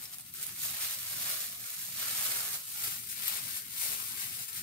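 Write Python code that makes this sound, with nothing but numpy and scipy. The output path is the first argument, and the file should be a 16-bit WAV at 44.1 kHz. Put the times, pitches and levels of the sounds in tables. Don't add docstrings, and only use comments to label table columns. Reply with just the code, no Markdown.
import sys
import numpy as np
from scipy import signal
from scipy.fft import rfft, irfft
from scipy.io import wavfile
from scipy.ndimage import uniform_filter1d

SR = 44100
rng = np.random.default_rng(int(sys.argv[2]) if len(sys.argv) > 2 else 0)


def voltage_ratio(level):
    return 10 ** (np.asarray(level, float) / 20)


def digitize_waveform(pressure):
    field = np.atleast_2d(pressure).T
    bounded = np.clip(field, -1, 1)
    quanta = np.round(bounded * 32767).astype(np.int16)
    wavfile.write(sys.argv[1], SR, quanta)


N = 203742


def evened(x):
    return x / np.sqrt(np.mean(x ** 2) + 1e-20)


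def read_spectrum(points, hz):
    f, value = np.transpose(points)
    return np.interp(np.log(hz + 1), np.log(f + 1), value)


def along(rows):
    s, *columns = np.transpose(rows)
    return [np.interp(np.arange(N) / SR, s, column) for column in columns]


def coloured(x, gain):
    return irfft(rfft(x) * gain(np.fft.rfftfreq(N, 1 / SR)), N)


def drift(size):
    noise = rng.standard_normal(N)
    return evened(uniform_filter1d(uniform_filter1d(noise, size), size))


def left_right(side_db):
    return voltage_ratio(np.array([[0.5], [-0.5]]) * side_db)


# (frequency [Hz], left density [dB per Hz, relative], right density [dB per Hz, relative])
PORT_COLOUR = [(70, -72, -55), (204, -25, -17.5), (302, -25, -22), (410, -13, -32.5), (515, -15.5, -21),
               (605, -16, -16), (790, -14.5, -16), (945, -12, -23), (1386, -14.5, -10.5),
               (1720, -13.5, -15), (2150, -9, -11.5), (3700, -10, -10.5), (4070, -10, -9),
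               (5550, -10.5, -11), (7870, -10, -7), (8470, -1, -8.5), (9820, -5, -7.5), (11570, -2, -3.5),
               (15770, -5, -9), (15700, -33, -38)]


def port_colour(hz):
    f, *sides = np.transpose(PORT_COLOUR)
    return voltage_ratio([read_spectrum(np.transpose([f, side]), hz) for side in sides])


# (peak time [s], rise [s], fall [s], bright level at peak [dB], middle body against bright [dB])
HAND_MOVES = [(.04, 0.23, 0.067, -45, -10), (0.138, 0.045, 0.039, -46, -9), (.2, 0.025, 0.03, -49.5, -9.5),
              (0.269, 0.036, 0.063, -52, -9.5), (0.352, 0.011, 0.14, -44.5, -10),
              (0.432, .05, 0.028, -39.5, -10), (0.481, .04, 0.059, -42.5, -8.5),
              (0.644, 0.08, .1, -34.5, -12), (.75, 0.12, 0.12, -44.5, -4.5), (.83, 0.065, 0.086, -34.5, -8),
              (0.938, .08, 0.024, -37, -10.5), (1.1, 0.19, .2, -43.5, -16),
              (1.309, 0.35, 0.11, -34.5, -8.5), (1.409, 0.051, 0.14, -37.5, -11),
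              (1.57, .08, 0.038, -50, -9), (1.691, 0.15, 0.066, -43, -9.5), (1.819, 0.19, 0.19, -40, -12),
              (2.001, 0.045, 0.21, -37, -7.5), (2.06, 0.11, 0.17, -44, -3), (2.2, .12, 0.22, -35, -9.5),
              (2.36, 0.36, 0.17, -34.5, -11), (2.551, 0.17, 0.024, -36, -12),
              (2.68, 0.25, 0.084, -46.5, -11.5), (2.843, 0.13, 0.16, -34, -10.5),
              (3.108, .05, 0.054, -40, -13), (3.265, 0.1, .18, -36.5, -8), (3.37, 0.18, 0.033, -37.5, -5.5),
              (3.501, .15, 0.17, -44.5, -6), (3.579, 0.21, 0.037, -38.5, -10),
              (3.68, 0.087, 0.09, -51, -15), (3.82, 0.079, 0.17, -33, -11), (3.93, 0.11, 0.15, -40, -7),
              (4.08, .15, 0.13, -42, -14), (4.23, 0.11, 0.046, -37.5, -7.5), (4.33, 0.22, 0.2, -42, -9.5),
              (4.431, 0.099, 0.033, -41, -10.5), (4.49, 0.021, 0.022, -41.5, -8.5),
              (4.572, .05, 0.083, -38.5, -9)]


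def moves():
    peak_s, rise_s, fall_s, peak_db, body_db = np.transpose(HAND_MOVES)[..., None]
    t = np.arange(0, N + 64, 64) / SR
    bright_db = peak_db - 10 * np.maximum((peak_s - t) / rise_s, (t - peak_s) / fall_s)
    powers = [(voltage_ratio(level) ** 2).sum(0) for level in (bright_db, bright_db + body_db)]
    return [np.interp(np.arange(N) / SR, t, 10 * np.log10(p)) for p in powers]


def folds(count, shared, tonal):
    t = np.arange(200) / SR
    same, left, right = rng.standard_normal((3, count, len(t)))
    burst = np.array([left, right]) * np.sqrt(1 - shared) + same * np.sqrt(shared)
    pitch_hz = np.linspace(1000, 16000, count)[:, None]
    phase = rng.random((count, 1)) + 0.63 * rng.random((2, count, 1))
    burst += tonal * np.sin(2 * np.pi * (pitch_hz * t + phase))
    decay_s = 0.0005 * rng.uniform(0.5, 2.42, (count, 1))
    burst *= np.exp(-t / decay_s)
    return burst / np.linalg.norm(burst, axis=2, keepdims=True)


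# (time [s], lead [samples])
LEFT_LEAD = [(0, 2), (2.5, 3), (2.8, 18), (4.62, 18)]


def crackle(spread_db=2.0, clump_db=1.0, flurry_db=0.28, thinning=0.7, busy_db=-38):
    snaps_per_s, kinds = 9000, 32
    bright_db = moves()[0]
    busy = np.clip(voltage_ratio(thinning * (bright_db - busy_db)), 0.1, 1)
    happens = rng.random(N) < busy * snaps_per_s / SR
    size = voltage_ratio(spread_db * np.minimum(rng.exponential(1, N), 5)) * happens
    clumps_db = clump_db * drift(size=150) + flurry_db * drift(size=900)
    size *= voltage_ratio(clumps_db / busy ** 0.2) / np.sqrt(busy)
    kind = rng.integers(0, kinds, N)
    bursts = folds(count=kinds, shared=0.24, tonal=1.23)
    early = np.minimum(np.arange(N) + along(LEFT_LEAD)[0].astype(int), N - 1)
    heard = [(size[early], kind[early]), (size, kind)]
    snapped = np.array([
        sum(signal.oaconvolve(s * (k == j), bursts[port, j])[:N] for j in range(kinds))
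        for port, (s, k) in enumerate(heard)])
    blend = np.sqrt((abs(rfft(bursts, 512)) ** 2).mean(1))
    burst_hz = np.fft.rfftfreq(512, 1 / SR)
    return evened(coloured(snapped, lambda hz: [1 / np.interp(hz, burst_hz, b) for b in blend]))


# (time [s], left over right [dB])
HAND_SIDE = [(0, 1), (.6, -1.5), (2.55, -2), (3.0, 2), (4.62, 2.5)]
# (time [s], low rub against the middle body [dB])
GLOVE_RUB = [(0, -9.5), (.31, -11), (.4, -10), (.6, -11.5), (1.4, -11), (2.0, -11.5), (2.25, -9.5),
             (2.33, -5.5), (2.56, -6), (2.68, -11), (2.88, -7), (3.1, -13.5), (3.9, -11), (4.2, -12.5),
             (4.42, -12), (4.62, -12.5)]


def rustle():
    low_hz, mid_hz = 1500, 5000
    high_db, mid_db = moves()
    low_db = along(GLOVE_RUB)[0]
    toned = coloured(crackle(), port_colour)
    low = coloured(toned, lambda hz: 1 / np.sqrt(1 + (hz / low_hz) ** 8))
    high = coloured(toned, lambda hz: 1 / np.sqrt(1 + (mid_hz / (hz + 1)) ** 8))
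    mid = coloured(toned, lambda hz: 1 / np.sqrt((1 + (low_hz / (hz + 1)) ** 8) * (1 + (hz / mid_hz) ** 8)))
    body = evened(mid) + voltage_ratio(low_db) * evened(low)
    mix = voltage_ratio(high_db) * evened(high) + voltage_ratio(mid_db) * body
    return left_right(along(HAND_SIDE)[0]) * mix


# (frequency [Hz], density [dB per Hz, relative])
RUMBLE_COLOUR = [(12, -54), (20, -18), (65, -8.5), (97, -1.5), (113, 0), (248, -6.5), (315, -13),
                 (362, -12), (400, -15.5), (520, -59), (880, -120)]
# (frequency [Hz], left-right correlation [-1 to 1])
RUMBLE_LIKENESS = [(60, 0.99), (130, 0.77), (290, 0.44), (640, 0.36), (1410, -0.06), (3100, 0.0),
                   (6820, -0.01), (15000, 0.0)]
# (time [s], level [dB])
RUMBLE_LEVEL = [(0, -62), (.3, -64.5), (.68, -57.5), (.85, -60.5), (1.5, -61.5), (1.65, -64.5),
                (2.35, -58.5), (2.7, -65), (2.83, -59), (3.3, -59.5), (3.65, -63), (4.1, -60.5),
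                (4.62, -57)]


def kitchen():
    hum_hz, hum_width_hz, hum_db = 112.8, 5.1, 4.5
    waver_db, hiss_db = 2.3, -53.5
    left, other = rfft(rng.standard_normal((2, N)))
    hz = np.fft.rfftfreq(N, 1 / SR)
    same = np.clip(read_spectrum(RUMBLE_LIKENESS, hz), -1, 1)
    pair = np.array([left, same * left + np.sqrt(1 - same ** 2) * other])
    hum_lift_db = hum_db / (1 + ((hz - hum_hz) / hum_width_hz) ** 2)
    rumble = evened(irfft(pair * voltage_ratio(read_spectrum(RUMBLE_COLOUR, hz) + hum_lift_db), N))
    rumble *= voltage_ratio(along(RUMBLE_LEVEL)[0] + waver_db * drift(size=2500))
    hiss = evened(coloured(rng.standard_normal((2, N)), port_colour))
    return rumble + voltage_ratio(hiss_db) * hiss


# (time at the right port [s], level [dB], pitch [Hz], left over right [dB])
LOUD_SNAPS = [(0.0282, -32, 12100, 10), (0.0383, -28, 8400, -2), (0.0556, -29, 5330, -2),
              (0.144, -32, 11400, 12), (0.184, -25.5, 10100, 2), (0.1974, -41, 11200, 5),
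              (0.2084, -32.5, 8400, -9), (0.2503, -40, 8700, 5), (0.3392, -24.5, 13500, 4.5),
              (0.4285, -18, 10600, -2), (0.4667, -20.5, 10100, -5), (1.4044, -30, 7450, 6),
              (2.838, -19, 11600, 4), (3.1067, -36, 14200, -1), (3.1552, -36, 14200, -4),
              (3.2808, -14, 12800, 9), (3.919, -23, 11300, 7), (4.2254, -38, 12500, 7),
              (4.4862, -30, 9600, 7), (4.5306, -26, 10900, 5)]


def snaps(ring_s=0.0009, tonal=1.2, trail_db=-19, trail_s=0.004):
    out = np.zeros((2, N + 1200))
    t = np.arange(1200) / SR
    noise = rng.standard_normal((len(LOUD_SNAPS), 2, len(t)))
    lead = along(LEFT_LEAD)[0]
    for (s, db, hz, side_db), puff in zip(LOUD_SNAPS, noise):
        puff = np.diff(uniform_filter1d(puff, size=2), prepend=0)
        ring = tonal * np.sin(2 * np.pi * hz * t) + 0.31 * puff
        pop = ring * np.exp(-t / ring_s) * np.minimum(t / 0.0005, 1)
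        pop += voltage_ratio(trail_db) * puff * np.exp(-t / trail_s)
        pop *= voltage_ratio(db) * left_right(side_db)
        at = round(s * SR)
        first = at - int(lead[at])
        out[0, first:first + len(t)] += pop[0]
        out[1, at:at + len(t)] += pop[1]
    return out[:, :N]


# (frequency [Hz], time to fall by 60 dB [s])
ROOM_DECAY = [(400, 0.23), (2000, 0.13), (8000, 0.13), (16000, 0.11)]


def room(x, wet_db):
    taps = np.zeros((6, SR // 2))
    start = np.arange(100, SR // 2 - 20, 20)
    place = start + rng.integers(0, 20, (6, len(start)))
    sign = rng.choice([-1., 1.], (6, len(start)))
    np.put_along_axis(taps, place, sign, 1)
    hz, t, z = signal.stft(taps, SR, nperseg=256)
    decay = voltage_ratio(-60 * t / read_spectrum(ROOM_DECAY, hz)[:, None])
    tails = signal.istft(z * decay, SR, nperseg=256)[1].reshape(3, 2, -1)
    turn = np.pi * (np.arange(N) / 4000 + np.arange(3)[:, None, None] / 3)
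    fed = np.sqrt(2 / 3) * np.cos(turn) * x
    wet = signal.fftconvolve(fed, tails / np.linalg.norm(tails[0, 0]), axes=2)[..., :N].sum(0)
    return x + voltage_ratio(wet_db) * wet


# (time [s], delay [ms], share of the direct sound [ratio])
LEFT_ECHO = [(0, 1.65, 0.24), (.3, 1.6, 0.39), (.55, 1.58, 0.43), (1.0, 1.74, .45), (1.5, 1.71, 0.66),
             (1.9, 1.77, 0.27), (2.3, 1.74, 0.12), (3.5, 1.56, 0.12), (4.1, 2.7, 0.073), (4.62, 2.2, 0.33)]


def hollowed(x, patchy_db=1.74, reach_hz=1900):
    hz, t, z = signal.stft(x, SR, nperseg=1024, noverlap=768)
    s, *left_echo = np.transpose(LEFT_ECHO)
    right_echo = 2.04, -0.045
    delay_ms, share = (np.array([[np.interp(t, s, left)], [np.full(len(t), right)]])
                       for left, right in zip(left_echo, right_echo))
    low = 1 / (1 + (hz[:, None] / reach_hz) ** 4)
    echo = np.clip(share, -1, 1) * np.exp(-2j * np.pi * hz[:, None] * delay_ms / 1000)
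    comb = 1 + low * echo
    patches = uniform_filter1d(rng.standard_normal(z.shape), size=4, axis=1)
    patches = evened(uniform_filter1d(patches, size=30, axis=2))
    hollow = z * comb * voltage_ratio(patchy_db * low * patches)
    return signal.istft(hollow, SR, nperseg=1024, noverlap=768)[1][:, :N]


def quiet_bands_drop_out(x, under_db=-86, cut_db=-30, top_hz=2200, follow=0.7, usual_db=-77):
    hz, t, z = signal.stft(x, SR, nperseg=2048, noverlap=1536)
    power = uniform_filter1d(uniform_filter1d(abs(z) ** 2, size=3, axis=1), size=3, axis=2)
    loud_db = 10 * np.log10(power.mean(1, keepdims=True) + 1e-14)
    bar = voltage_ratio(2 * (under_db + follow * (loud_db - usual_db)))
    lost = 1 / (1 + (power / bar) ** 6)
    lost = lost / (1 + (hz[:, None] / top_hz) ** 4)
    return signal.istft(z * voltage_ratio(cut_db * lost), SR, nperseg=2048, noverlap=1536)[1][:, :N]


def scene():
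    gloves = rustle() + snaps()
    return hollowed(room(gloves, wet_db=-4.0)) + kitchen()


def low_pass(x):
    return signal.sosfilt(signal.butter(12, 17000, fs=SR, output="sos"), x)


def record(dry):
    limited = coloured(quiet_bands_drop_out(dry), lambda hz: np.clip((16050 - hz) / 150, 0, 1))
    return low_pass(limited)


dry = scene()
out = record(dry)
digitize_waveform(out)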